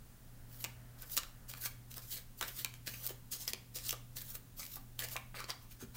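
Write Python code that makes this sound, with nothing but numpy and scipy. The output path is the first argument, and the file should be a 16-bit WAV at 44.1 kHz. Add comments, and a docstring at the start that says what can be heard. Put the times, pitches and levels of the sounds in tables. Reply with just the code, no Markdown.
"""A small room, where a deck of cards is shuffled overhand above a cloth-covered table.
Packets slide off the deck with a papery hiss of shaped noise; card edges snap free as cracks with a short ring.
Packets drop on the pile in the palm as damped knocks with a puff of noise.
Each stroke is a touch, a glide and a draw; at the end the fingers push the deck square.
An appliance hums faintly under it all, a slowly beating set of sines over room and microphone noise."""
import sys
import numpy as np
from scipy import signal
from scipy.fft import rfft, irfft, next_fast_len
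from scipy.io import wavfile
from scipy.ndimage import uniform_filter1d, map_coordinates

SR = 44100
rng = np.random.default_rng(int(sys.argv[2]) if len(sys.argv) > 2 else 0)


def generate_wav(signal):
    """Clip the signal to [-1, 1] and save it as 16-bit WAV at the path in sys.argv[1]."""
    frames = np.transpose(np.atleast_2d(signal))
    scaled = np.clip(frames, -1, 1) * 32767
    pcm = np.round(scaled).astype(np.int16)
    wavfile.write(sys.argv[1], SR, pcm)


N = 263157  # length in samples
TOP_HZ = 15900  # band limit of the snaps and the recorder


def amp(db):
    """Decibels to gain."""
    return 10 ** (np.asarray(db) / 20)


def unit(x):
    """Scale to rms 1."""
    return x / np.sqrt(np.mean(x ** 2) + 1e-20)


def along(points, hz):
    """Read (Hz, value) points on a log frequency axis."""
    point_hz, value = np.transpose(points)
    return np.interp(np.log(hz + 1), np.log(point_hz + 1), value)


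def wobble(rate):
    """A smooth random curve with rate knots a second."""
    knots = rng.standard_normal(int(N * rate / SR) + 4)
    return map_coordinates(knots, [np.arange(N) * rate / SR])


def coloured(x, spectrum):
    """Shape x by a spectrum and bring it to rms 1."""
    m = next_fast_len(N + SR // 4)
    gain = amp(along(spectrum, np.fft.rfftfreq(m, 1 / SR)))
    return unit(irfft(rfft(x, m) * gain, m)[:N])


def add(track, s, sound):
    """Mix a sound into the track from time s in seconds."""
    start = max(round(s * SR), 0)
    part = track[start:start + len(sound)]
    part += sound[:len(part)]


# Colour of card faces rubbing. Each row: frequency in Hz, relative level in dB.
FACE_SPECTRUM = [(300, -9), (1200, -26), (2500, -8.5), (4000, 1.5), (7000, 2), (9500, 0.5), (11000, -5),
                 (14000, -20)]
# Colour of the flexing cards. Each row: frequency in Hz, relative level in dB.
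FLEX_SPECTRUM = [(150, -62), (300, -15), (520, 0.5), (850, -3.5), (1300, 1), (2200, 1), (3500, -3),
                 (5000, -6), (8000, -16.5), (16000, -21)]
# Colour of the glossy coating, barely touched. Each row: frequency in Hz, relative level in dB.
SHEEN_SPECTRUM = [(5000, -27), (9000, -11.5), (11000, -3), (13500, 2.5), (15400, 5.5), (16200, -11.5)]


def slides():
    """Card faces slide past each other: a light touch sizzles, under pressure the cards flex and sound lower."""
    hiss, flex, sheen = rubs()
    # edges catch at random: each catch is a brief surge that dies in a millisecond or two
    catches = (rng.random(N) < 130 / SR) * rng.exponential(1, N)
    surge = 1 + 0.59 * signal.lfilter([1], [1, -np.exp(-1 / (0.00063 * SR))], catches)
    grip = amp(1.53 * wobble(150))
    faces = amp(-2.0) * np.sqrt(hiss) * friction(FACE_SPECTRUM, grain_db=1.5, patchy_db=3.0)
    flexing = np.sqrt(flex) * friction(FLEX_SPECTRUM, grain_db=4.0, patchy_db=4.5)
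    coating = amp(0.53) * np.sqrt(sheen) * friction(SHEEN_SPECTRUM, grain_db=1.5, patchy_db=1.5)
    return grip * (surge * (faces + flexing) + coating)


def friction(spectrum, grain_db, patchy_db):
    """Tiny slips of uneven size, through card resonances that shift with the grip."""
    slips = rng.standard_normal(N) * amp(grain_db * wobble(1400))
    z = signal.stft(slips, nperseg=256)[2]
    # random gains, smoothed over frequency and then over time
    grip = uniform_filter1d(rng.standard_normal(z.shape), size=3, axis=0)
    grip = uniform_filter1d(grip, size=18, axis=1)
    patchy = signal.istft(z * amp(patchy_db * unit(grip)), nperseg=256)[1][:N]
    return coloured(patchy, spectrum)


# Rise and fall below: seconds to 20 dB under full speed. Levels are nominal, ahead of the mix in slides().
TOUCH_RISE_S, TOUCH_FALL_S, TOUCH_SHEEN_DB = 0.017, 0.059, -1  # the deck meets the pile and brakes
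GLIDE_LAG_S, GLIDE_RISE_S = 0.045, 0.075  # it comes in softly, at full speed soon after the touch
GLIDE_FLEX_DB, GLIDE_FALL_S = -12.5, 0.086  # light contact from touch to draw
DRAW_RISE_S, DRAW_FALL_S = 0.047, 0.071  # it gathers speed as it is pulled free
SKID_RISE_S, SKID_FALL_S = 0.02, 0.028
PUSH_RISE_S, PUSH_FALL_S = 0.024, 0.052
# The deck touches the pile and a stroke begins.
# Each row: time in seconds, hiss in dB, flexing in dB relative to the hiss.
TOUCHES = [(0.5, -72, -2), (0.991, -65.5, -7), (1.496, -48, -11), (1.914, -56, -15), (2.419, -47.5, 0.5),
           (2.875, -47.5, -3.5), (3.326, -39, -19), (3.759, -43, -15), (4.171, -45.5, -11.5),
           (4.601, -45.5, -12.5), (5.003, -44.5, -4.5)]
# The packet glides on and is drawn out, one row for each touch.
# Each row: full speed in seconds, hiss in dB, flexing and sheen in dB relative to the hiss, glide hiss in dB.
DRAWS = [(0.627, -56, -8, 5, -65), (1.138, -49, -19, 5, -65), (1.641, -46.5, -11, 3.5, -67.5),
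         (2.133, -44.5, -17.5, 2.5, -61.5), (2.598, -47, -8, 1.5, -58.5), (3.06, -47, -9, 1.5, -56),
         (3.427, -47.5, -15, -1.5, -66), (3.869, -45, -14.5, -3, -56.5), (4.31, -55.5, -26, 3.5, -59.5),
         (4.742, -56.5, -17, 6, -62.5), (5.131, -49.5, -7.5, 1.5, -60)]
# Loose cards skid over the pile.
# Each row: time in seconds, hiss in dB, flexing and sheen in dB relative to the hiss.
SKIDS = [(1.034, -59, 2, -5), (1.178, -39.5, -11, -1), (1.579, -54.5, -4, 1), (1.659, -38, -10, -3),
         (1.973, -52, -5, 2), (2.03, -55, -15, -6), (2.177, -48, -3, -2), (2.392, -54, -27, 2),
         (2.44, -49.5, 2, -10), (2.486, -48.5, 0, 2.5), (2.755, -61, -7, -4), (2.946, -56.5, 4, -5),
         (3.102, -52, 0, 5), (3.491, -42, -7, 0), (3.893, -49, -22, 7), (3.928, -53, -5.5, 4),
         (4.355, -50.5, -6.5, 7), (4.583, -55.5, -12, 4), (4.631, -48, -6, -11), (4.766, -52, -4, 1),
         (5.042, -42.5, -7.5, -3)]
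# Fingers push the deck square.
# Each row: time in seconds, hiss in dB, flexing and sheen in dB relative to the hiss.
PUSHES = [(5.367, -54, 4, -2), (5.403, -52.5, 3.5, -5), (5.5, -50, 5.5, -5), (5.627, -70, 6.5, 6),
          (5.721, -58.5, -7, 1), (5.817, -53, -6.5, -4), (5.964, -52, -5, -0.5)]


def rubs():
    """Power of hiss, flexing and sheen over time; every movement gathers speed, then brakes."""
    t = np.arange(N) / SR
    power = np.zeros((3, N))

    def rub(start, end, db, flex_db, sheen_db, rise, fall):
        """One movement, at full speed from start to end."""
        near = slice(max(int((start - 2 * rise) * SR), 0), int((end + 2 * fall) * SR))
        before = np.maximum(start - t[near], 0) / rise
        after = np.maximum(t[near] - end, 0) / fall
        layers_db = np.array([[0], [flex_db], [sheen_db]])
        power[:, near] += amp(db - 20 * (before ** 2 + after) + layers_db) ** 2

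    for (touch, touch_db, touch_flex_db), draw_row in zip(TOUCHES, DRAWS):
        draw, draw_db, draw_flex_db, sheen_db, glide_db = draw_row
        rub(touch, touch, touch_db, touch_flex_db, TOUCH_SHEEN_DB, TOUCH_RISE_S, TOUCH_FALL_S)
        rub(touch + GLIDE_LAG_S, draw, glide_db, GLIDE_FLEX_DB, sheen_db, GLIDE_RISE_S, GLIDE_FALL_S)
        rub(draw, draw, draw_db, draw_flex_db, sheen_db, DRAW_RISE_S, DRAW_FALL_S)
    for s, db, flex_db, sheen_db in SKIDS:
        rub(s, s, db, flex_db, sheen_db, SKID_RISE_S, SKID_FALL_S)
    for s, db, flex_db, sheen_db in PUSHES:
        rub(s, s, db, flex_db, sheen_db, PUSH_RISE_S, PUSH_FALL_S)
    return power


SNAP_T60_S = 0.0105  # the crack falls 60 dB in this time
# Card edges snap free. Each row: start in seconds, nominal level in dB, brightness in dB per octave,
# card ring in Hz, nominal ring level in dB relative to the crack.
SNAPS = [(0.6417, -21, 2, 2925, -12), (0.647, -22, -3, 2640, -16), (1.0216, -28, 7, 2300, -32),
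         (1.168, -15.5, 3.5, 5000, -23), (1.1764, -13, 0, 3876, -11.5), (1.176, -28, -6.5, 1370, -3.5),
         (1.1813, -17.5, 3, 7270, -9), (1.2335, -31, -3, 1370, -14), (1.5375, -30.5, -3, 1300, -13.5),
         (1.6592, -27.5, -2, 2340, -9), (1.9807, -29.5, 2.5, 1790, -18.5), (2.4114, -20, -2, 1376, -15),
         (2.4269, -19.5, -1, 1540, -14), (2.647, -15.5, 1.5, 2440, -15), (2.7397, -35, -1.5, 3270, -18),
         (2.8709, -28, -2, 5000, -9), (2.8769, -24, -5.5, 4300, -10.5), (3.0658, -19, 5.5, 5560, -28),
         (3.0735, -22.5, 6.5, 5260, -24), (3.478, -20.5, 0.5, 5250, -4), (3.534, -20, -2, 2640, -26),
         (3.7867, -33, -2.5, 5170, -20), (3.893, -21.5, -0.5, 5820, -7.5), (3.9078, -16, -0.5, 5380, -14),
         (3.9273, -23, -1.5, 1218, -15), (4.1689, -26, -1.5, 4340, -15), (4.219, -27.5, 12, 1820, -25),
         (4.3532, -31, 0.5, 1800, -23), (4.7583, -30, 8, 6200, -25), (4.992, -19.5, 0.5, 3320, -19),
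         (5.0223, -30, -2, 1770, -5), (5.165, -24, -3, 2384, -4), (5.404, -29.5, -1.5, 1140, -9),
         (5.442, -30, -5.5, 4630, -8), (5.504, -27, -2.5, 4930, -1)]
# Colour of a crack ahead of its brightness. Each row: frequency in Hz, relative level in dB.
EDGE_SPECTRUM = [(200, -11.5), (600, -13.5), (1300, -10.5), (2700, 1.5), (5000, 2), (7500, 2.5),
                 (10000, -4.5), (13000, 1.5), (16000, 3.5)]


def snaps():
    """An edge lets go with a sharp crack, and the bent card rings for a few cycles."""
    out, t = np.zeros(N), np.arange(SR // 16) / SR
    f = np.fft.rfftfreq(len(t), 1 / SR)
    for s, db, tilt, hz, ring_db in SNAPS + ticks():
        tilt_db = tilt * np.log2(np.maximum(f, 500) / 5000)
        colour = amp(along(EDGE_SPECTRUM, f) + tilt_db) * (f < TOP_HZ)
        noise = unit(irfft(rfft(rng.standard_normal(len(t))) * colour, len(t)))
        crack = noise * amp(-60 * t / SNAP_T60_S)
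        ring = amp(ring_db + 1.0) * ringing(hz, t60=0.031, spread=0.1455, t=t)
        add(out, s, amp(db - 7.5) * (crack + ring))
    return out


TICKS_PER_STROKE = 2
TICK_DB, TICK_SCATTER_DB = -34.5, 2.5  # nominal level and its spread
TICK_RING_HZ, TICK_RING_DB = 2950, -21  # centre of the random pitches, nominal ring level
TICK_FULL_DB = -60  # under a softer touch than this they are fainter


def ticks():
    """Lesser edges catch at random moments between touch and draw, as rows like those of SNAPS."""
    rows = []
    for (touch, touch_db, _), (draw, *_) in zip(TOUCHES, DRAWS):
        for when, size, pitch in rng.uniform(-0.85, 1, (TICKS_PER_STROKE, 3)):
            db = TICK_DB + TICK_SCATTER_DB * size + min(touch_db - TICK_FULL_DB, 0)
            s = touch + (draw - touch) * when ** 2  # they crowd towards the touch
            rows.append((s, db, 0, TICK_RING_HZ * 2 ** pitch, TICK_RING_DB))
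    return rows


# Packets land in the palm. Each row: start in seconds, nominal level in dB, knock in Hz.
DROPS = [(0.642,-40.5,850), (1.177,-55,564), (1.657,-42.5,855), (1.975,-49,508), (2.412,-32,836),
         (2.428,-42,480), (2.648,-38,1120), (3.104,-40,410), (3.535,-42.5,473), (3.927,-39,506),
         (4.767,-44,730), (5.157,-32,810), (5.343,-35.5,1186), (5.489,-36,634), (5.825,-37,210)]


def drops():
    """The pile takes each packet with a dull knock and a puff of air; the palm damps it quickly."""
    out, t = np.zeros(N), np.arange(SR // 8) / SR
    f = np.fft.rfftfreq(len(t), 1 / SR)
    for s, db, hz in DROPS:
        t60 = 0.022 + 11 / hz  # low knocks last longer
        knock = 0.44 * ringing(hz, t60=t60, spread=0.33, t=t)
        band = np.exp(-(np.log2((f + 1) / hz) / 1.06) ** 2)  # width in octaves
        noise = unit(irfft(rfft(rng.standard_normal(len(t))) * band, len(t)))
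        puff = 0.66 * noise * amp(-60 * t / (1.01 * t60))
        onset = 1 - np.exp(-t / 0.00087)
        add(out, s, amp(db - 2) * (knock + puff) * onset)
    return out


def ringing(hz, t60, spread, t):
    """A held card has a cluster of close, heavily damped modes, different in every grip."""
    place = np.linspace(-1, 1, num=5)
    freq = hz * (1 + spread * (place + 0.185 * rng.standard_normal(len(place))))
    phase = rng.uniform(0, 2 * np.pi, len(place))
    # the middle modes are the strongest
    modes = np.exp(-place ** 2) @ np.sin(2 * np.pi * freq[:, None] * t + phase[:, None])
    fade = amp(-60 * t / t60)
    return modes * fade * np.linalg.norm(fade) / np.linalg.norm(modes * fade)


# Decay of the room. Each row: frequency in Hz, time to fall 60 dB in seconds.
ROOM_DECAY = [(300, 0.24), (800, 0.28), (2200, 0.37), (5500, 0.32), (14000, 0.43)]


def room(x):
    """The table and near walls answer strongly at about 12 ms, within a short tail weakest in the treble."""
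    hz, t, z = signal.stft(rng.standard_normal(SR // 2), SR, nperseg=256)
    z = z * amp(-60 * t / along(ROOM_DECAY, hz)[:, None])
    tone_db = along([(200, 6.5), (1500, 2.5), (3000, -0.5), (7000, -7.5), (15000, -12.5)], hz)
    tail = signal.istft(z * amp(tone_db)[:, None], SR, nperseg=256)[1]
    tail = tail / np.linalg.norm(signal.istft(z, SR, nperseg=256)[1])
    t = np.arange(len(tail)) / SR
    early = 1 + 2.4 * np.exp(-((t - .012) / 0.00097) ** 2)
    onset = 1 - np.exp(-t / 0.0006)
    return signal.fftconvolve(x, tail * early * onset)[:N]


HUM_DB = -59  # rms ahead of the beat
BEAT_S, BEAT_CREST_S, BEAT_DEPTH = 1.092, 0.71, 0.39  # period, a crest, share of the second, beating part
RUSH_DB, RUSH_CREST_S, RUSH_WIDTH_S = -69, 1.0, 0.88  # it swells once and dies away
# Lines of the appliance hum. Each row: frequency in Hz, relative level in dB.
HUM_LINES = [(119.7, 1), (256, -19), (463, -35)]
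# Colour of a faint midrange rush in the room. Each row: frequency in Hz, relative level in dB.
RUSH_SPECTRUM = [(200, -22), (500, -1), (650, 0.5), (1000, -6), (1400, -1), (1850, -3.5), (2400, -14),
                 (5000, -39)]
# Colour of room and microphone noise. Each row: frequency in Hz, relative level in dB.
AIR_SPECTRUM = [(12, -45), (20, 4), (40, -8.5), (70, -12.5), (134, -15.5), (270, -18), (310, -28),
                (660, -32), (1120, -34), (1710, -35), (2320, -39), (2990, -37.5), (4540, -39),
                (12800, -37.5), (16000, -32.5)]


def background():
    """An appliance hum that beats slowly, over room rumble, a fading rush and microphone hiss."""
    t = np.arange(N) / SR
    beat = np.abs(1 + BEAT_DEPTH * np.exp(2j * np.pi * (t - BEAT_CREST_S) / BEAT_S))
    # the phase of each line wanders a little
    lines = sum(amp(db) * np.sin(2 * np.pi * hz * t + 0.73 * wobble(4.4)) for hz, db in HUM_LINES)
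    hum = amp(HUM_DB) * beat * unit(lines)
    swell = np.exp(-((t - RUSH_CREST_S) / RUSH_WIDTH_S) ** 2)
    rush = amp(RUSH_DB) * swell * coloured(rng.standard_normal(N), RUSH_SPECTRUM)
    air = amp(-56.0) * coloured(rng.standard_normal(N), AIR_SPECTRUM)
    return hum + rush + air


def scene():
    """The cards, their room and the background."""
    cards = slides() + snaps() + drops()
    return (cards + amp(-6) * room(cards) + background())[None]


def record(dry):
    """The recorder cuts off steeply above its band limit."""
    m = next_fast_len(N + SR // 4)
    hz = np.fft.rfftfreq(m, 1 / SR)
    return irfft(rfft(dry, m) / np.sqrt(1 + (hz / TOP_HZ) ** 160), m)[..., :N]


dry = scene()
out = record(dry)
generate_wav(out)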